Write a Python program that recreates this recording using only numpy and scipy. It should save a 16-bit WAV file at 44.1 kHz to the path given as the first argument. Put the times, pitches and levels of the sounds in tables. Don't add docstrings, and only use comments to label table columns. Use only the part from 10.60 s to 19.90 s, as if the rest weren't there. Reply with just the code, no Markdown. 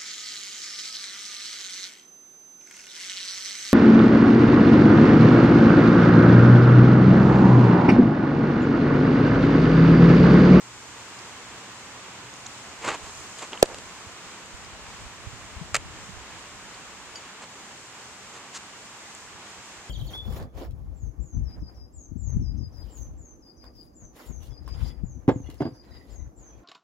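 import sys
import numpy as np
from scipy.fft import rfft, irfft, next_fast_len
from scipy.io import wavfile
from scipy.ndimage import map_coordinates

SR = 44100
rng = np.random.default_rng(int(sys.argv[2]) if len(sys.argv) > 2 else 0)


def pcm_store(signal):
    levels = np.round(np.clip(np.atleast_2d(signal), -1, 1) * 32767)
    wavfile.write(sys.argv[1], SR, levels.astype(np.int16).T)


N = 409997
TIME = np.arange(N) / SR


def amp(db):
    return 10 ** (np.asarray(db) / 20)


def unit(x):
    return x / np.sqrt(np.mean(x ** 2) + 1e-20)


def along(points, hz):
    f, v = np.transpose(points)
    return np.interp(np.log(hz + 1), np.log(f + 1), v)


def curves(rows):
    s, *cols = np.transpose(rows)
    return [np.interp(TIME, s, c) for c in cols]


def wobble(knots_per_s):
    knots = rng.standard_normal(int(N * knots_per_s / SR) + 4)
    return map_coordinates(knots, [TIME * knots_per_s])


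def sine(hz, t):
    return np.sin(2 * np.pi * hz * t)


def attack(t, rise_s):
    return 1 - np.exp(-t / rise_s)


def stroke(peak_s, rise_s, fall_s):
    width_s = np.where(TIME < peak_s, rise_s, fall_s)
    return np.exp(-((TIME - peak_s) / width_s) ** 2)


def filtered(x, response):
    m = next_fast_len(x.shape[-1] + 8192)
    hz = np.fft.rfftfreq(m, 1 / SR)
    return irfft(rfft(x, m) * response(hz), m)[..., :x.shape[-1]]


def noise(spectrum, size=N):
    white = rng.standard_normal(size)
    return unit(filtered(white, lambda hz: amp(along(spectrum, hz))))


# f/Hz, correlation/1
FAR_LIKENESS = [(200, 1), (700, 0.92), (1300, 0.7), (2400, 0.31), (4000, -0.3)]


def spread(spectrum, likeness=FAR_LIKENESS):
    def mid_side(hz):
        angle = np.arccos(np.clip(along(likeness, hz), -1, 1)) / 2
        return amp(along(spectrum, hz)) * [np.cos(angle), np.sin(angle)]
    mid, side = filtered(rng.standard_normal((2, N)), mid_side)
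    return unit(np.array([mid + side, mid - side]))


def add(track, s, sound):
    start = round(s * SR)
    track[..., start:start + sound.shape[-1]] += sound


def placed(x, lead_ms, loose):
    def ports(hz):
        delay = np.exp(1j * np.pi * hz * lead_ms / 1000 * np.array([[-1], [1]]))
        differing = 1j * np.array([[1], [-1]]) * np.sin(hz / 310) * hz / (hz + 4000)
        return delay * (1 + loose * differing)
    return filtered(x, ports)


# t/s, rush level/dB, hiss level/dB
FIELD_DB = [(0, -47, -48.5), (.36, -43.5, -48.5), (2.1, -43.5, -48.5), (2.55, -43.5, -45.5),
            (3, -44, -48.5), (4.9, -44.5, -50), (6.2, -44.5, -49.5), (6.8, -45.5, -50.5),
            (8.2, -45.5, -49.5), (9.3, -45.5, -49.5)]
# f/Hz, level/dB per Hz
RUSH_SPECTRUM_DB = [(88, -32), (150, -9), (195, -3.5), (233, -5.5), (262, -6), (389, -6), (605, -7.5),
                    (1070, -2.5), (1260, -4.5), (3040, -8), (5000, -15), (6500, -24.5), (11000, -120)]
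HISS_SPECTRUM_DB = [(2500, -40), (4000, -6.5), (5500, -2.5), (7300, 2), (8500, -6), (10000, -17.5),
                    (12000, -22.5), (14100, -20), (14300, -68)]
DRONE_SPECTRUM_DB = [(50, -19), (85, 6), (105, 2), (122, 13), (145, -3), (200, -21), (260, -54)]
# f/Hz, correlation/1
LEAVES_LIKENESS = [(3000, 0.37), (6000, 0.26), (9000, 0.13), (12000, 0.081)]
# t/s, level/dB
DRONE_DB = [(0, -58.5), (2, -58), (3, -63.5), (6, -65.5), (9.3, -62.5)]


def field():
    rush_db, hiss_db = curves(FIELD_DB)
    drone_db, = curves(DRONE_DB)
    rush = amp(rush_db + 0.52 * wobble(8)) * spread(RUSH_SPECTRUM_DB)
    leaves = placed(spread(HISS_SPECTRUM_DB, LEAVES_LIKENESS), lead_ms=0.099, loose=0)
    hiss = amp(hiss_db + 0.7 * wobble(9)) * leaves
    drone = amp(drone_db + 0.63 * wobble(3.7)) * spread(DRONE_SPECTRUM_DB)
    return rush + hiss + drone


# t/s, level/dB
WIND_DB = [(0, -63), (2.1, -63), (2.45, -50.5), (2.8, -64.5), (3.2, -50.5), (3.5, -61), (4, -54.5),
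           (4.9, -49.5), (5.3, -45.5), (5.7, -55), (6.4, -59), (6.7, -65.5), (9.3, -64)]
# f/Hz, level/dB per Hz
BUFFET_SPECTRUM_DB = [(15, -30), (40, 0), (90, -0.5), (170, -9.5), (300, -17), (600, -52)]
# t/s, level/dB, f/Hz, left minus right/dB
THUMPS = [(3.468, -39, 94, -8), (3.939, -39.5, 67, -16), (4.129, -41, 83, 11), (4.459, -37.5, 52, -14),
          (4.669, -33.5, 94, -21), (4.73, -40, 120, -17.5), (4.965, -37, 71, 24), (5.013, -32.5, 160, 21),
          (5.128, -33, 65, -5), (5.249, -36, 97, 7), (5.49, -38, 171, -8), (5.568, -38, 70, -12)]


def wind():
    wind_db, = curves(WIND_DB)
    out = np.array([amp(wind_db + 3.7 * wobble(20)) * noise(BUFFET_SPECTRUM_DB) for port in range(2)])
    t = TIME[:SR // 5]
    for s, db, hz, pan_db in THUMPS:
        phase = rng.uniform(0, 2 * np.pi, (2, 1))
        puff = t / 0.0073 * np.exp(1 - t / 0.0056) * np.sin(2 * np.pi * hz * t + phase)
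        port_db = db + np.array([[pan_db], [-pan_db]]) / 2
        add(out, s - .002, amp(port_db) * puff)
    return out


# t/s, level/dB (before a gain of 2), f/Hz
TICKS = [(0.591, -33, 4650), (1.7394, -32.5, 6650), (1.766, -38, 7100), (3.86, -37, 7070),
         (4.048, -36, 4950), (8.5503, -30, 7460)]


def ticks():
    out, t = np.zeros(N), TIME[:SR // 4]
    for s, db, hz in TICKS:
        add(out, s, amp(db - 60 * t / 0.0033) * 2 * attack(t, 0.000082) * sine(hz, t))
    return out


# t/s, level/dB, first f/Hz, last f/Hz, length/s
SQUEAKS = [(1.862, -34.5, 5200, 8040, 0.008), (6.141, -46, 3440, 5400, 0.0094)]


def squeaks():
    out, t = np.zeros(N), TIME[:SR // 4]
    for s, db, first_hz, last_hz, length_s in SQUEAKS:
        u = np.clip(t / length_s, 0, 1)
        cycles = np.cumsum(first_hz + (last_hz - first_hz) * u) / SR
        tone = sine(1, cycles) + 0.42 * sine(0.577, cycles)
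        rough = amp(4 * wobble(1200)[:len(t)])
        add(out, s, amp(db) * np.sin(np.pi * u) ** 0.25 * rough * tone)
    return out


# f/Hz, level/dB (before the clink's gain), t60/s
CLINK_MODES = [(3000, -11, 0.22), (4630, 2, .09), (4820, -12, .25), (6800, -8, .25), (6790, -16, .15),
               (9600, -12, 0.05)]


def clink():
    out, t = np.zeros(N), TIME[:SR // 4]
    ring = sum(amp(db - 60 * t / t60_s) * sine(hz, t) for hz, db, t60_s in CLINK_MODES)
    knock = 1.7 * sine(4900, t) + 0.75 * sine(5600, t) + 0.55 * sine(3100, t)
    knock *= np.sin(np.pi * np.clip(t / 0.0044, 0, 1))
    add(out, 6.556, amp(-36.5) * (ring * attack(t, .002) + knock))
    return out


# peak t/s, level/dB (before SLIP_GAIN_DB), rise/s, fall/s
RASP_PULLS = [(7.963, -39, .024, .006), (7.974, -39, .005, .006)]
# f/Hz, width/Hz, level/dB
RUBBER_MODES = [(1300, 1900, 1), (4320, 2000, 2.5), (7000, 1600, 5)]
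SLIP_GAIN_DB = 21
BASE_SLIPS_PER_S, PULL_SLIPS_PER_S, PULL_EXPONENT = 300, 950, 0.22


def rasp():
    def body(hz):
        modes = sum((-1) ** k * amp(db) * 1j * hz * width / (f * f - hz * hz + 1j * hz * width)
                    for k, (f, width, db) in enumerate(RUBBER_MODES))
        return modes / (1 + (hz / 9500) ** 8)
    pull = sum(amp(db) * stroke(s, rise_s, fall_s) for s, db, rise_s, fall_s in RASP_PULLS)
    rate = PULL_SLIPS_PER_S * (pull / pull.max()) ** PULL_EXPONENT + BASE_SLIPS_PER_S
    count = np.floor(np.cumsum(rate * (1 + 0.25 * wobble(400))) / SR)
    slips = np.diff(count, prepend=0) * amp(1.3 * rng.standard_normal(N))
    return pull * filtered(slips, body) * amp(SLIP_GAIN_DB)


# peak t/s, level/dB, rise/s, fall/s, grit over sole/dB
SCUFFS = [(2.225, -40, 0.011, .012, -7), (2.252, -30, .014, .022, -11), (2.287, -26, 0.016, 0.019, -12.5),
          (2.312, -32, .012, .016, -13), (2.345, -32, 0.018, .014, -12), (2.48, -45, 0.068, 0.025, -4),
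          (2.787, -46, .008, 0.021, 3), (2.828, -35.5, 0.014, 0.021, -7.5),
          (2.938, -38.5, .015, 0.025, -17), (3.003, -46, .02, .006, -1), (6.835, -42, 0.022, 0.013, -6),
          (7.76, -47.5, .04, 0.039, -5), (7.85, -55, .03, .04, -12)]
# f/Hz, level/dB per Hz
SOLE_SPECTRUM_DB = [(88, -52), (150, -16), (305, -5.5), (345, -7), (391, -4), (640, -3.5), (1100, -1),
                    (1470, -8), (2610, -8.5), (6000, -26), (7800, -55), (13200, -120)]
GRIT_SPECTRUM_DB = [(1200, -41), (2500, -8), (4000, -3.5), (5500, -7), (7300, 4), (9000, -11), (13000, -33),
                    (14300, -60)]
# t/s, level/dB, pebble over sole/dB, pebble f/Hz
CRUNCHES = [(2.2488, -30, 2, 7500), (2.278, -28, 2.5, 3220), (2.285, -26, -10, 7000),
            (2.292, -26, -1, 4000), (2.347, -36, -3, 3500), (2.792, -36, 6, 3500), (2.825, -34, -6, 2500),
            (2.921, -32, -6, 2500), (2.932, -29.5, 5, 3200), (2.975, -36, 6, 2800), (6.842, -39, 0, 4000)]
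CRUNCH_T60_S = 0.0097


def shoes():
    clumps = amp(1.9 * wobble(300))
    grains = unit(rng.standard_normal(N) * amp(2.3 * wobble(1500)))
    sole = unit(clumps * noise(SOLE_SPECTRUM_DB))
    grit = unit(clumps * filtered(grains, lambda hz: amp(along(GRIT_SPECTRUM_DB, hz))))
    out, t = np.zeros(N), TIME[:SR // 20]
    for s, db, rise_s, fall_s, grit_db in SCUFFS:
        out += amp(db) * stroke(s, rise_s, fall_s) * (sole + amp(grit_db) * grit)
    for s, db, pebble_db, hz in CRUNCHES:
        pebble = noise([(hz / 3.0, -25), (hz, 0), (hz * 1.46, -25), (hz * 3, -60)], size=len(t))
        burst = noise(SOLE_SPECTRUM_DB, size=len(t)) + amp(pebble_db) * pebble
        add(out, s, amp(db - 60 * t / CRUNCH_T60_S) * attack(t, 0.00022) * burst)
    return out


# t/s, level/dB, first f/Hz, last f/Hz, glide/s, peak after t/s, swell/s
POCKET = (3.0263, 3.5, 800, 330, .0035, .0026, .0011)
# t/s, level/dB, t60/s
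CRACKS = [(3.0262, -15, .015), (3.0280, 4, .0055), (3.0318, -25, .012)]
# f/Hz, level/dB per Hz
LEATHER_SPECTRUM_DB = [(600, -3), (1600, 5), (2500, 4.5), (3600, 3.5), (5300, 0), (7400, -2), (9000, -2),
                       (11000, -30), (16000, -50)]


def mitt_impact():
    s, db, first_hz, last_hz, glide_s, peak_s, swell_s = POCKET
    out, t = np.zeros(N), TIME[:SR // 10]
    cycles = last_hz * t + (first_hz - last_hz) * glide_s * attack(t, glide_s)
    force = np.exp(-((t - peak_s) / swell_s) ** 2)
    force += .3 * (t / .002) ** 2 * np.exp(-t / .0017) + .03 * np.exp(-t / .01)
    add(out, s, -amp(db) * force * sine(1, cycles))
    add(out, s, -amp(-12.5) * np.exp(-((t - .0035) / 0.00087) ** 2))
    for start_s, crack_db, t60_s in CRACKS:
        crack = attack(t, .0001) * noise(LEATHER_SPECTRUM_DB, size=len(t))
        add(out, start_s, amp(crack_db - 60 * t / t60_s) * crack)
    return out


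# delay/s, level/dB, band centre f/Hz
ECHOES = [(0.013, -28, 700), (.029, -29, 5000), (0.061, -35, 1200), (.1165, -28, 3500), (.157, -31, 9000)]
ECHO_SMEAR_T60_S = 0.013


def mitt_echoes(impact):
    t = TIME[:SR // 10]
    rough = rng.standard_normal(len(t)) * amp(-60 * t / ECHO_SMEAR_T60_S)

    def response(hz):
        echoes = 0
        for delay_s, db, centre_hz in ECHOES:
            band = 2 * (hz / centre_hz + 0.072) / (1 + (hz / centre_hz) ** 2)
            echoes = echoes + amp(db) * np.exp(-2j * np.pi * hz * delay_s) * band
        return echoes * np.exp(1j * np.angle(rfft(rough, 2 * len(hz) - 1)))
    return filtered(impact, response)


# f/Hz, level/dB per Hz
SCATTER_SPECTRUM_DB = [(150, -32), (350, 5), (600, 3), (1100, 1), (2000, -7), (5000, -29), (9000, -39)]


def mitt_scatter():
    out, t = np.zeros((2, N)), TIME[:SR // 3]
    ground = amp(-60 * t / 0.061)
    fence = 0.2 * np.exp(-((t - .08) / 0.044) ** 2)
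    tail = spread(SCATTER_SPECTRUM_DB)[:, :len(t)] * amp(-28.0) * (ground + fence)
    add(out, POCKET[0] + 0.00446, tail)
    return out


def mitt():
    impact = mitt_impact()
    direct = placed(impact, lead_ms=0.171, loose=0.99)
    echoes = placed(mitt_echoes(impact), lead_ms=0.018, loose=0.44)
    return direct + echoes + mitt_scatter()


# t/s, crackle level/dB, first snap over crackle/dB, slide length/s, thud level/dB
SLAPS = [(5.1443, -19.5, 3, 0.0036, -22.5), (5.1521, -18.5, 17.5, 0.003, -39),
         (5.158, -34, -9, 0.0033, -29), (5.1632, -21, -4, 0.00087, -36), (5.165, -22, -9, 0.0026, -29)]
# f/Hz, level/dB per Hz
GLOVE_SPECTRUM_DB = [(700, -34), (1200, 4), (1600, -2), (2000, -0.5), (2600, -2), (3300, -13), (4700, -1),
                     (5500, -9.5), (7300, 1), (9000, -15), (12000, -32), (16300, -50)]
PADDING_SPECTRUM_DB = [(250, -48), (430, -7), (600, 3), (800, -4), (1100, -18), (2500, -4), (5000, -33)]


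def glove():
    out, t = np.zeros(N), TIME[:SR // 20]
    for s, db, snap_db, length_s, thud_db in SLAPS:
        slide = np.where(t < length_s, 1, amp(-60 * (t - length_s) / 0.0089))
        snap = amp(snap_db - 60 * t / 0.0013)
        crackle = noise(GLOVE_SPECTRUM_DB, size=len(t)) * (slide + snap) * attack(t, .0001)
        thud = noise(PADDING_SPECTRUM_DB, size=len(t)) * (t / 0.0027) * np.exp(1 - t / 0.0027)
        add(out, s, amp(db) * crackle + amp(thud_db) * thud)
    return out


def scene():
    small = ticks() + squeaks() + clink() + rasp()
    ahead = placed(small + shoes(), lead_ms=0.0089, loose=0.23)
    return field() + wind() + ahead + mitt() + placed(glove(), lead_ms=0.019, loose=0.25)


# f/Hz, left minus right/dB
TILT_DB = [(100, -1.5), (500, -3), (1500, -1), (8000, 0.5)]
TOP_HZ, TOP_FADE_HZ, LOW_CUT_HZ, CLIP_LEVEL = 16400, 2500, 18, .94


def record(dry):
    def band(hz):
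        return np.clip((TOP_HZ - hz) / TOP_FADE_HZ, 0, 1) * 1j * hz / (LOW_CUT_HZ + 1j * hz)
    ports = filtered(dry, lambda hz: amp(along(TILT_DB, hz) * np.array([[.5], [-.5]])))
    return filtered(np.clip(ports, -CLIP_LEVEL, CLIP_LEVEL), band)


dry = scene()
out = record(dry)
pcm_store(out)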